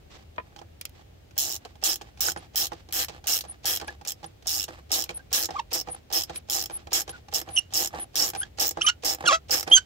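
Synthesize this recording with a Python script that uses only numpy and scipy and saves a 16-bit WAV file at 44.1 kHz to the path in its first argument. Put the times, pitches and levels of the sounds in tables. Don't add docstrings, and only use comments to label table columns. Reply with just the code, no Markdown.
import sys
import numpy as np
from scipy import signal
from scipy.fft import rfft, irfft, next_fast_len
from scipy.io import wavfile
from scipy.ndimage import uniform_filter1d

SR = 44100
rng = np.random.default_rng(int(sys.argv[2]) if len(sys.argv) > 2 else 0)


def nominal_scale(level):
    x = np.asarray(level, float) / 20
    return 10 ** x


def to_wav(s):
    ch = np.atleast_2d(s).T
    pcm = np.round(np.clip(ch, -1, 1) * 32767)
    wavfile.write(sys.argv[1], SR, pcm.astype(np.int16))


N = 434385
TIME = np.arange(N) / SR
RATCHET_LAG, CLAMP_LAG = 14, -11
TOP_HZ = 15600


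def unit(x):
    return x / np.sqrt(np.mean(x ** 2))


def colour(x, points):
    hz, db, *late = np.transpose(points)
    size = next_fast_len(N)
    grid = np.log(np.arange(size // 2 + 1) * SR / size + 1)
    turn = np.exp(-1j * np.interp(grid, np.log(hz), late[0])) if late else 1
    gain = nominal_scale(np.interp(grid, np.log(hz), db))
    return irfft(rfft(x, size) * gain * turn, size)[..., :N]


def ring(x, modes, patchy_db=0.):
    out = 0
    for hz, db, t60 in modes:
        radius = np.exp(-np.log(1000) / (t60 * SR))
        poles = [1, -2 * radius * np.cos(2 * np.pi * hz / SR), radius ** 2]
        feed_db = db + (patchy_db * walk(28) if patchy_db else 0)
        out = out + signal.lfilter([.5, 0, -.5], poles, x * nominal_scale(feed_db))
    return out


def fade(x, t60):
    return signal.lfilter([1], [1, -np.exp(-np.log(1000) / (t60 * SR))], x)


def smooth(x, size):
    return uniform_filter1d(x, size=size)


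def spikes(s, db):
    x = np.zeros(N)
    x[(np.asarray(s) * SR).astype(int)] = nominal_scale(db)
    return x


def walk(rate):
    count = int(N / SR * rate) + 2
    return 1.22 * np.interp(TIME * rate, np.arange(count), rng.standard_normal(count))


def ports(noise_share=.5):
    common, left, right = rng.standard_normal((3, N))
    share = np.clip(noise_share, 0, 1)
    return np.sqrt(share) * common + np.sqrt(1 - share) * np.array([left, right])


def place(x, lag, pan_db):
    x = x * np.ones((2, 1))
    return np.array([nominal_scale(pan_db / 2) * x[0], nominal_scale(-pan_db / 2) * np.roll(x[1], lag)])


# (frequency [Hz], level [dB], lateness [rad])
CLAMP_SHADE = [(150, 0, 0), (700, -7, .8), (1350, 0, 1.8), (2900, -6, 1), (6000, -6, -1.5),
               (10000, 1, -2.5)]


def from_clamp(x):
    return np.array([colour(x, CLAMP_SHADE), x])


# (frequency [Hz], level [dB per Hz])
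YARD = [(25, -35), (47, -10), (76, -2.5), (170, -18.5), (335, -24), (796, -29.5), (962, -37.5), (2990, -38),
        (6500, -45.5), (10000, -53), (16000, -48)]


def yard():
    mid, side = rng.standard_normal((2, N))
    side = colour(side, [(60, -12.0), (150, -22.0), (300, 2.0), (16000, 0.0)])
    level_db = -51 + 0.18 * walk(1.9)
    return nominal_scale(level_db) * unit(colour(np.array([mid + side, mid - side]), YARD))


# (start [s], length [s], creak level [dB], scrape level [dB])
FINGERS = [
    (0.09, 0.048, -58.5, -57),
    (0.145, 0.061, -61, -64.5),
    (0.407, 0.15, -63, -91),
    (0.923, 0.07, -58, -65.5),
]
# (creak level [dB], scrape level [dB])
PULLS = [(-58, -70), (-55.5, -68), (-54, -62), (-58, -63), (-50, -59.5), (-55.5, -65.5), (-47.5, -63),
         (-67, -69), (-49.5, -60.5), (-55.5, -61), (-50.5, -59.5), (-51, -58.5), (-57, -59), (-48.5, -61),
         (-54, -62), (-49.5, -60.5), (-40, -55.5), (-52, -58), (-59.5, -55.5), (-36.5, -61), (-38.5, -56)]
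# (frequency [Hz], level [dB], t60 [s])
HOSE = [(350, -7, 0.049), (510, -11, 0.075), (663, -0.5, 0.013), (781, 0, 0.028), (1114, 0.5, 0.01),
        (1640, -1.5, 0.01)]
# (frequency [Hz], level [dB per Hz])
RUB = [(300, -4.5), (1400, -10.5), (2000, -10), (3200, -9), (5400, -13.5), (8000, -22.5), (9500, -41.5),
       (16000, -44.5)]


def creak():
    pull_share = 0.46
    next_starts = [swing[0] for swing in SWINGS[1:]] + [N / SR]
    pulls = []
    for (start, length, *_), then, levels in zip(SWINGS, next_starts, PULLS):
        pulls.append((start + length + 0.016, pull_share * (then - start - length), *levels))
    load, drag = np.zeros((2, N))
    for s, length, creak_db, scrape_db in pulls + FINGERS:
        span = slice(int(s * SR), min(int((s + length + 0.049) * SR), N))
        effort = signal.windows.tukey(span.stop - span.start, .7)
        load[span] += nominal_scale(creak_db) * effort
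        drag[span] += nominal_scale(scrape_db) * effort
    uneven_db = 2.0 * walk(60) + 6.5 * np.clip(walk(420), -3, 1.8)
    slips = load * nominal_scale(uneven_db) * ports(0.93)
    grit = nominal_scale(2 * walk(14) + 1.5 * walk(250))
    scrape = drag * grit * unit(colour(ports(0.052), RUB))
    return place(nominal_scale(-27.0) * ring(slips, HOSE) + nominal_scale(7.0) * scrape, CLAMP_LAG, -2.9)


# (start [s], length [s], start pitch [Hz], end pitch [Hz],
# level [dB])
WHISTLES = [
    (2.369, .03, 9000, 9840, -60),
    (3.871, 0.028, 10000, 9650, -49),
    (4.258, 0.018, 9600, 9800, -58),
    (7.089, 0.032, 10150, 10370, -51),
    (3.88, 0.023, 1580, 1780, -49),
    (5.19, 0.025, 1560, 1600, -62),
    (6.76, 0.024, 1480, 1500, -59),
    (7.127, 0.043, 1500, 1420, -58),
    (9.305, .026, 870, 770, -46),
    (9.694, .03, 10250, 10000, -53),
]
# (time [s], pitch [Hz], level [dB])
THREAD = [
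    [(3.47, 9591, -100), (3.49, 9662, -53), (3.506, 9389, -52), (3.518, 9525, -55), (3.53, 9553, -74)],
    [(5.135, 9930, -82), (5.145, 10136, -56), (5.161, 10351, -51), (5.173, 9951, -48), (5.19, 9783, -72)],
    [(5.89, 9381, -89), (5.904, 9407, -60), (5.922, 9770, -47), (5.948, 9719, -57), (5.96, 9819, -73)],
    [(6.34, 10017, -80), (6.358, 10013, -59), (6.368, 10139, -49), (6.38, 10266, -47), (6.39, 10274, -57)],
    [(6.71, 9225, -85), (6.722, 10217, -59), (6.738, 10370, -48.5), (6.766, 10066, -44), (6.78, 10185, -68)],
    [(7.495, 10183, -75), (7.503, 10047, -66), (7.557, 9529, -45), (7.585, 9254, -51), (7.6, 9620, -39)],
    [(7.99, 10326, -80), (8.002, 10119, -50), (8.01, 10298, -51), (8.032, 9695, -44.5), (8.05, 9787, -73)],
    [(8.36, 9648, -90), (8.374, 9736, -47), (8.392, 10046, -45), (8.408, 9756, -38), (8.43, 9629, -57)],
    [(8.81, 9525, -82), (8.83, 9704, -51), (8.844, 9368, -45), (8.852, 9576, -46), (8.87, 9367, -46)],
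]


def whistles():
    flutter, tremble = nominal_scale(3.5 * walk(200)), .012 * walk(400)
    hz, gain = np.zeros((2, N))
    for s, length, start_hz, end_hz, db in WHISTLES:
        span = slice(int(s * SR), int((s + length) * SR))
        count = span.stop - span.start
        hz[span] = np.linspace(start_hz, end_hz, count)
        gain[span] = nominal_scale(db + 17.5) * signal.windows.tukey(count, .6)
    for table in THREAD:
        at, pitch_hz, db = np.transpose(table)
        span = slice(int(at[0] * SR), int(at[-1] * SR))
        hz[span] = np.interp(TIME[span], at, pitch_hz)
        swell = nominal_scale(np.interp(TIME[span], at, db) + 17.5)
        gain[span] = swell * signal.windows.tukey(span.stop - span.start, .15)
    phase = 2 * np.pi * np.cumsum(hz * (1 + tremble)) / SR
    return from_clamp(gain * flutter * np.sin(phase))


# (time [s], slip rate [Hz], level [dB])
SQUEAKS = [
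    (-65, [(5.538, 790, -51), (5.553, 784, -34), (5.558, 1114, -37), (5.568, 1197, -28.5), (5.58, 1045, -46), (5.59, 1104, -28.5), (5.601, 903, -24.5), (5.615, 920, -70)]),
    (-44.5, [(7.562, 2810, -37), (7.567, 3035, -19), (7.573, 3120, -28), (7.578, 2840, -11.5), (7.5815, 2830, -25), (7.586, 2850, -15), (7.591, 2924, -18.5), (7.599, 2850, -45), (7.7, 2880, -76)]),
    (-51, [(8.412, 1450, -44), (8.42, 1500, -35), (8.427, 1550, -58), (8.433, 1644, -26), (8.441, 1700, -48), (8.45, 1710, -67)]),
    (-69, [(8.84, 1226, -47), (8.85, 1200, -30.5), (8.862, 1250, -41), (8.868, 1240, -45), (8.875, 1240, -33), (8.886, 1280, -25)]),
]
# (time [s], slip rate [Hz], level [dB], half-rate partials [dB], brightness [dB per octave])
SQUEALS = [
    (-43, [(8.81, 2485, -40, -5, 6), (8.814, 2770, -23.5, -1, 5), (8.8165, 2790, -29, -8, 0), (8.8185, 2850, -12, -28, -9), (8.8215, 3130, -26, -30, -3), (8.826, 3130, -29, -30, -5), (8.84, 3000, -46, -28, 0)]),
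    (-32, [(8.865, 3050, -22, -33, 2), (8.867, 3016, -17, -32, 3.5), (8.884, 3080, -16, -24, -7), (8.887, 2694, -21, 7, 3), (8.9, 2860, -20, 0.5, -9), (8.91, 2880, -45, 3, 0), (8.935, 2820, -57, 3, 0)]),
    (-36.5, [(9.25, 1313, -46, -39, 4), (9.263, 1635, -23, -34, 3), (9.271, 1422, -27, -35, 5), (9.28, 1412, -14.5, -29, 1.5), (9.299, 1176, -19, -18, -1.5), (9.316, 1087, -21.5, 0.5, -5), (9.334, 1294, -19.5, -4, -4.5), (9.352, 1317, -22.5, -6, -1), (9.385, 1300, -51.5, 1, 7)]),
    (-39.5, [(9.7165, 2994, -20, -58, -17), (9.7195, 3150, -10.5, -68, -15), (9.738, 3268, -8.5, -60, -8), (9.749, 3170, -13, -55, -2), (9.762, 3150, -14, -48, -2), (9.769, 3098, -12, -5, 3), (9.785, 3010, -22.5, 9, 1.5), (9.797, 3120, -46, -2, 12), (9.847, 3100, -63, 1, 13)]),
]
# (frequency [Hz], level [dB])
BAND = [(520, -2), (1250, 2.5), (2000, -8.5), (3000, 6), (4400, -3), (5900, 3.5), (8000, -5.5),
        (15000, -29.5)]


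def squeaks():
    slope_db, wobble = -3.0, 0.012
    soft_tilt = 0.64
    lock = 2.7
    doubled_rasp_db, most_rasp_db = 7, -10
    out, tremble, rasp = np.zeros(N), wobble * walk(400), rng.standard_normal(N)
    rasp = colour(rasp, [(300, -45), (900, -11.5), (3000, -7.5), (7500, -6.0), (9000, -38), (16000, -23)])
    rasp = unit(rasp)
    flicker = walk(60)
    band_hz, band_db = np.transpose(BAND)
    order = np.arange(1, 21)[:, None] / 2
    for level_db, table in SQUEAKS + SQUEALS:
        at, rates, *columns = np.transpose(table)
        span = slice(int((at[0] - .0025) * SR), min(int((at[-1] + 0.0026) * SR), N))
        curves = [np.interp(TIME[span], at, c) for c in columns]
        db, half_db, bright_db = (curves + [-80, 0])[:3]
        point = np.arange(len(at))
        steps = np.interp(TIME[span], at, point)
        locked = steps // 1 + np.clip((steps % 1 - .5) * lock + .5, 0, 1)
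        hz = np.interp(locked, point, rates)
        rasp_db = level_db - db + doubled_rasp_db * np.minimum(nominal_scale(half_db), 1)
        rasp_db = np.minimum(rasp_db, most_rasp_db)
        phase = 2 * np.pi * np.cumsum(hz * (1 + tremble[span] * nominal_scale(rasp_db / 2 + 9.0))) / SR
        tilt_db = slope_db + bright_db + soft_tilt * np.clip(db + 17.0, -40, 0)
        moment = np.arange(span.start, span.stop) * order + 999 * order
        broken = flicker[moment.astype(int) % N]
        gain_db = np.interp(np.log(order * hz), np.log(band_hz), band_db) + half_db * (order % 1 > 0)
        gain_db = gain_db + tilt_db * np.log2(np.maximum(order, 1)) + 3.5 * broken
        gains = nominal_scale(gain_db) * (order * hz < TOP_HZ)
        partials = gains * np.sin(order * phase + order ** 2 + broken * (order > 1))
        tone = np.sum(partials, axis=0) / np.sqrt(np.sum(gains ** 2, axis=0) / 2)
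        count = np.arange(len(hz))
        edge = np.minimum(1, np.minimum(count, count[::-1]) / (0.0023 * SR))
        edge = edge * nominal_scale(1.2 * tremble[span] / wobble)
        out[span] += edge * nominal_scale(db) * (tone + nominal_scale(rasp_db + 2.5) * rasp[span])
    return nominal_scale(3.5) * from_clamp(out)


# (frequency [Hz], level [dB], t60 [s])
SOCKET = (.381, -32, [(560, 14.4, 0.008), (1008, 9.6, 0.057), (1250, 11, 0.017), (1740, 12.4, 0.011),
          (2250, 8, 0.012), (3080, 3.2, 0.006)])
# (time [s], thud level [dB], tick above thud [dB])
SEATING = [
    (0.361, -45.5, 0),
    (0.562, -37, 3),
    (0.583, -50, 2),
    (0.589, -40, 4.5),
    (0.615, -33.5, -8),
    (0.812, -52.5, 26),
    (0.853, -52.5, 27),
    (0.894, -77.5, 28.5),
]
# (time [s], thud level [dB], tick above thud [dB])
TAKE_UP = [(1.65, -34.5, 5), (2.012, -32, -1), (2.362, -24, -9.5), (2.719, -22.5, -9), (3.084, -34, 11),
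           (3.439, -35, 0.5), (3.819, -28, -21), (4.23, -33, -3), (4.681, -31.5, 1.5), (5.092, -27, 3),
           (5.489, -23, -12), (5.873, -27, -10), (6.296, -26.5, -2), (6.698, -29, -4), (7.078, -30, 2.5),
           (7.488, -37.5, 5), (7.939, -25.5, -35), (8.35, -27.5, 4), (8.772, -19.5, -12),
           (9.24, -19.5, -19), (9.676, -22, 1)]
# (time
# [s], thud level [dB], tick above thud [dB])
REBOUNDS = [(1.654, -38, -18), (2.017, -48, 16), (2.284, -25.5, -8), (2.373, -41.5, 7.5), (2.731, -35, 3.5),
            (3.095, -33.5, 2), (3.45, -37, -1), (3.827, -33, -14), (4.236, -45, 1), (4.242, -32.5, 3.5),
            (4.687, -33, -3), (5.103, -30, -6), (5.108, -53, 17.5), (5.885, -31.5, -3), (5.893, -31.5, -17),
            (6.302, -32.5, -11), (6.707, -34.5, -2), (7.093, -33, 7), (7.494, -36, -17),
            (7.947, -30.5, -1.5), (7.958, -31, -23), (8.36, -29, -3), (8.784, -31.5, -14),
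            (9.246, -35, -20)]
# (time [s], thud level [dB], tick above thud [dB])
ROCKING = [(1.309, -55, 12), (1.755, -45.5, 2), (2.174, -48.5, 9.5), (2.888, -37.5, 1.5), (2.908, -55, 14),
           (3.241, -39.5, 7), (3.799, -35.5, 10), (3.813, -35.5, 9.5), (3.88, -28.5, 4), (4.012, -37, 0),
           (4.05, -47, 19), (4.424, -50, 10), (5.06, -45, 7), (5.175, -42.5, 0), (5.307, -59, 2),
           (5.506, -28.5, 2.5), (5.714, -45, 13), (7.706, -51, 7), (6.102, -36.5, -1), (6.345, -53, 13),
           (6.359, -46.5, 21), (6.871, -29.5, -5.5), (7.284, -36, 1), (7.476, -30, -22), (8.335, -28, -1),
           (9.207, -42, 5)]
# (frequency [Hz], level [dB], t60 [s])
HOSE_KNOCK = [(163.8, -14.5, 0.13), (336.3, -10.5, 0.15), (505, -13, 0.032), (822, 2, 0.059), (1550, -13, .02),
              (1800, -6.5, 0.015), (2920, -3, .01)]
# (frequency [Hz], level [dB], t60 [s])
TICK = [(1500, -2.5, .02), (2390, 1, 0.02), (3150, -3.5, .015), (4070, -7, .014), (5200, -7.5, .012)]


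def knocks():
    s, thud_db, tick_db = np.transpose(SEATING + TAKE_UP + REBOUNDS + ROCKING)
    reversals = spikes([swing[0] - .012 for swing in SWINGS], np.array(STROKES)[:, -1])
    catch = smooth(reversals, 80)
    reversals = smooth(reversals, 330)
    noise = ports(0.33)
    dull = smooth(smooth(noise, 12), 12)
    direct = spikes(*np.transpose(SEATING + TAKE_UP + ROCKING)[:2])
    bounce = smooth(spikes(*np.transpose(REBOUNDS)[:2]), 28)
    blow = direct + 1.65 * bounce
    hose_thud = nominal_scale(-7.0) * ring(smooth(smooth(blow, 9), 9), HOSE_KNOCK, patchy_db=2.5)
    push = fade(fade(spikes(s, thud_db) + reversals, 0.0032), 0.065)
    thud = nominal_scale(-53.0) * ring(push * dull, HOSE[1:])
    ticks = spikes(s, thud_db + tick_db - 8.5) + nominal_scale(-8.5) * catch
    ticks = ticks + nominal_scale(-16.5) * np.roll(reversals, -int(0.0098 * SR))
    sharp = smooth(fade(ticks, 0.048), 60)
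    steel = [(800, -14.5), (2500, 3.0), (5500, 2.0), (8000, -5.0), (10000, -17.0)]  # (Hz, dB)
    tick = nominal_scale(-2.0) * sharp * unit(colour(noise, steel))
    contact = fade(spikes(s, thud_db + tick_db - 7.0), 0.0074)
    tick = tick + nominal_scale(-22.5) * ring(contact * noise, TICK, patchy_db=8.5)
    glint = fade(spikes(s, thud_db + 2.62 * tick_db - 41.5), 0.012)
    glint = glint * unit(colour(noise, [(6000, -19.0), (9000, -11.0), (16000, -10.0)]))
    s, db, modes = SOCKET
    landing = fade(spikes([s, s + 0.017], [db, db - 11.5]), 0.033)
    socket = nominal_scale(-20.5) * ring(landing * smooth(smooth(noise, 7), 7), modes)
    return from_clamp(hose_thud) + place(thud + tick + glint + socket, RATCHET_LAG, -3.5)


def teeth_passed(length, teeth, fastest, last_speed, first_speed, held):
    share = np.linspace(0, 1, 200)
    speed = np.interp(share, [0, held * fastest, fastest, 1], [first_speed, first_speed, 1, last_speed])
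    turned = np.cumsum(speed)
    return np.interp(np.linspace(turned[0], turned[-1], int(teeth) + 1), turned, share)


# (first click [s], length [s], teeth passed [count],
# fastest moment [share of length], last speed [share of top speed])
SWINGS = [(1.3787, 0.184, 24, 0.62, 0.64), (1.8378, 0.1194, 21, 0.5, 0.1), (2.206, 0.1118, 19, 0.54, 0.34),
          (2.5575, 0.1104, 19, 0.5, 0.22), (2.9246, 0.121, 22, 0.54, 0.34), (3.2701, 0.1379, 21, 0.38, 0.1),
          (3.6553, 0.1163, 19, 0.3, 0.34), (4.0739, 0.0452, 5, 0.22, 0.34), (4.4698, 0.1694, 23, 0.1, 0.46),
          (4.9166, 0.1221, 20, 0.3, 0.16), (5.3285, 0.1272, 21, 0.18, 0.34),
          (5.7302, 0.0809, 13, 0.26, 0.28), (6.1256, 0.1094, 17, 0.42, 0.22),
          (6.4983, 0.1597, 19, 0.26, 0.22), (6.9308, 0.0858, 16, 0.38, 0.34),
          (7.3375, 0.0768, 11, 0.16, 0.24), (7.7368, 0.1359, 21, 0.26, 0.22),
          (8.1556, 0.1452, 24, 0.38, 0.28), (8.5969, 0.1123, 16, 0.14, 0.16),
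          (9.0467, 0.1002, 18, 0.5, 0.34), (9.5074, 0.1209, 18, 0.18, 0.1)]
SET_OFF = [(1.0, 0.85), (0.65, 0), (0.79, 0), (0.58, 0), (0.44, 0), (0.58, 0), (0.72, 0), (0.93, 0),
           (1.0, 0.85), (0.65, 0), (0.86, 0.5), (0.93, 0.5), (1.0, 0.85), (0.65, 0), (0.86, 0), (0.6, 0),
           (0.79, 0.5), (0.51, 0), (1.0, 0.85), (1.0, 0.85), (0.65, 0)]
# (first click [dB], last click [dB], head ring [dB], reversal thud [dB])
STROKES = [(-17.5, -29, 2, -33), (-18, -26, -6, -26), (-23, -26.5, 7.5, -38.5), (-18.5, -26, -5.5, -33.5),
           (-23, -26, -4, -55), (-20.5, -25, -15, -34), (-20, -24, 7, -27), (-24, -27, 2, -31.5),
           (-27.5, -25, 19, -33), (-22, -26.5, 16, -29), (-23, -24, 15, -28.5), (-21.5, -31, -21, -23.5),
           (-23.5, -24, 7, -30), (-25, -25.5, 13.5, -34), (-21, -25.5, 10.5, -23),
           (-22.5, -28.5, -6, -25.5), (-25.5, -25, 14.5, -30.5), (-23, -27, 12.5, -34.5),
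           (-21, -26, 10, -22), (-24, -29, 7, -22.5), (-22, -26, -2, -23.5)]
# (hose hum [dB], low crack [dB], top crack [dB])
GRIPS = [(-4.5, -10, 1), (-2.5, 2, -4.5), (-1.5, 2, 0), (-2, 0.5, -1.5), (-2, 7.5, 0.5), (-2, 3, 4),
         (-1, 5.5, 1), (-7.5, -4, 0), (-5, -1.5, -2), (1, -8, 2.5), (-1, 2.5, -2), (1, -8, 1), (1, -4, 0),
         (1.5, -10, 4), (1, 4, 0.5), (3, -5, 5), (1.5, -2, 4), (3.5, -2, 2), (6, -9, 0), (3.5, -11, 2.5),
         (5, 3.5, 2)]
# (frequency [Hz], level [dB per Hz])
PAWL = [(1200, -22), (2300, -21.5), (3100, -12), (5000, 1), (5450, 4), (5940, -5), (7200, -0.5),
        (9120, -17), (13600, -11.5), (15300, -4)]
# (low edge [Hz], high edge [Hz],
# left minus right [dB], drift [dB per s])
FACES = [(1200, 2300, 1.5, 0.5), (2770, 4786, -2, -0.08), (4260, 6374, -3.5, 0.39),
         (5887, 8530, -2.5, 0.16), (8180, 13360, 4.5, -0.08), (12160, 13000, -0.5, 0.0)]
# (frequency [Hz], level [dB], t60 [s])
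HEAD = [(3700, -13, .012), (5370, -3, .025), (5520, -6, .02), (6450, -7, .012), (7000, -11, .01),
        (7900, -13, .01)]
# (frequency [Hz], level [dB], t60 [s])
SPRING = [(2900, -12, .015), (3350, -10, .015), (4060, -9, .015), (5900, -7, .012), (7890, -7, .012),
          (10200, -11, .006), (12700, -11, .006), (14600, -1, .006), (15000, 1, .008), (15400, 1, .006)]


def ratchet():
    s, db, ring_db, grips = [], [], [], []
    for swing, stroke, set_off, grip in zip(SWINGS, STROKES, SET_OFF, GRIPS):
        start, length, teeth, *speed = swing
        first_db, last_db, head_db, _ = stroke
        share = teeth_passed(length, teeth, *speed, *set_off)
        tooth, inner = np.arange(len(share)), (share > 0) & (share < 1)
        fall = np.interp(share, [0, 0.033, 0.39, 1], [0, 0, 0.98, 1])
        chance = rng.standard_normal((40, 2))[:len(tooth)]
        s += list(start + length * share + 0.0003 * chance[:, 0] * inner)
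        db += list(first_db + (last_db - first_db) * fall + 0.5 * chance[:, 1] * inner)
        grips += [grip] * len(tooth)
        ring_db += list(head_db + 7.0 - 31.0 * tooth / teeth)
    hum_db, low_db, top_db = np.transpose(grips)
    db, noise, crack = np.array(db), unit(colour(ports(0.088), PAWL)), 0
    sets = []
    for k in range(2):
        peaks_db = 5 * np.clip(rng.standard_normal(100), -2.5, 1.2)
        modes = np.c_[np.arange(1000, 17000, 160), peaks_db]
        sets.append(colour(np.roll(noise, k * SR, axis=1), modes))
    grip = 1.6 * walk(14)
    noise = unit(np.cos(grip) * sets[0] + np.sin(grip) * sets[1])
    for low_hz, high_hz, pan_db, drift_db in FACES:
        hit_db = db + low_db * (low_hz < 2000) + top_db * (low_hz > 11000)
        hits = spikes(s, hit_db + 1.6 * rng.standard_normal(len(s)))
        rattle = nominal_scale(-45.5) * fade(hits, 0.055)
        landing = smooth(fade(fade(hits + rattle, 0.0035), 0.0069), 85)
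        push = nominal_scale(-22.5 + 1.0 * walk(20)) * landing * 2
        band = signal.sosfilt(signal.butter(3, [low_hz, high_hz], "band", fs=SR, output="sos"), noise)
        drift = nominal_scale(drift_db * (TIME - TIME.mean()))
        crack = crack + place(push * band * drift, RATCHET_LAG, pan_db)
    head_hits = spikes(s, db + ring_db + 1.5 * rng.standard_normal(len(s)))
    head = ring(fade(head_hits, .006) * ports(.6), HEAD, patchy_db=1.5)
    hum_hits = spikes(s, hum_db - 30 + 3.3 * rng.standard_normal(len(s)))
    hum = ring(fade(hum_hits, 0.052) * ports(0.73), HOSE)
    spring_hits = spikes(s, db + 2 * rng.standard_normal(len(s)))
    spring = ring(smooth(fade(spring_hits, 0.0066), 60) * ports(0.22), SPRING, patchy_db=5.0)
    body = nominal_scale(-18.5) * spring + nominal_scale(-28.5) * head + nominal_scale(-35.0) * hum
    return nominal_scale(0.5) * crack + place(body, RATCHET_LAG, -3.0)


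def engine_bay(near):
    count = 6000
    decay = nominal_scale(-60 * np.arange(count) / SR / .09)
    bay = 1.3 * smooth(rng.standard_normal((2, count)), 4) * decay
    return nominal_scale(-40) * signal.oaconvolve(near, bay, axes=1)[:, :N]


def scene():
    near = ratchet() + knocks() + squeaks() + whistles()
    return near + engine_bay(near) + creak() + yard()


def top_cut(x):
    return signal.sosfilt(signal.butter(12, 16780, fs=SR, output="sos"), x)


def record(dry):
    rounded = np.tanh(1.19 * dry) / 1.232
    top = signal.ellip(8, .2, 70, TOP_HZ, fs=SR, output="sos")
    mix = signal.sosfilt(top, rounded)
    return top_cut(mix)


dry = scene()
out = record(dry)
to_wav(out)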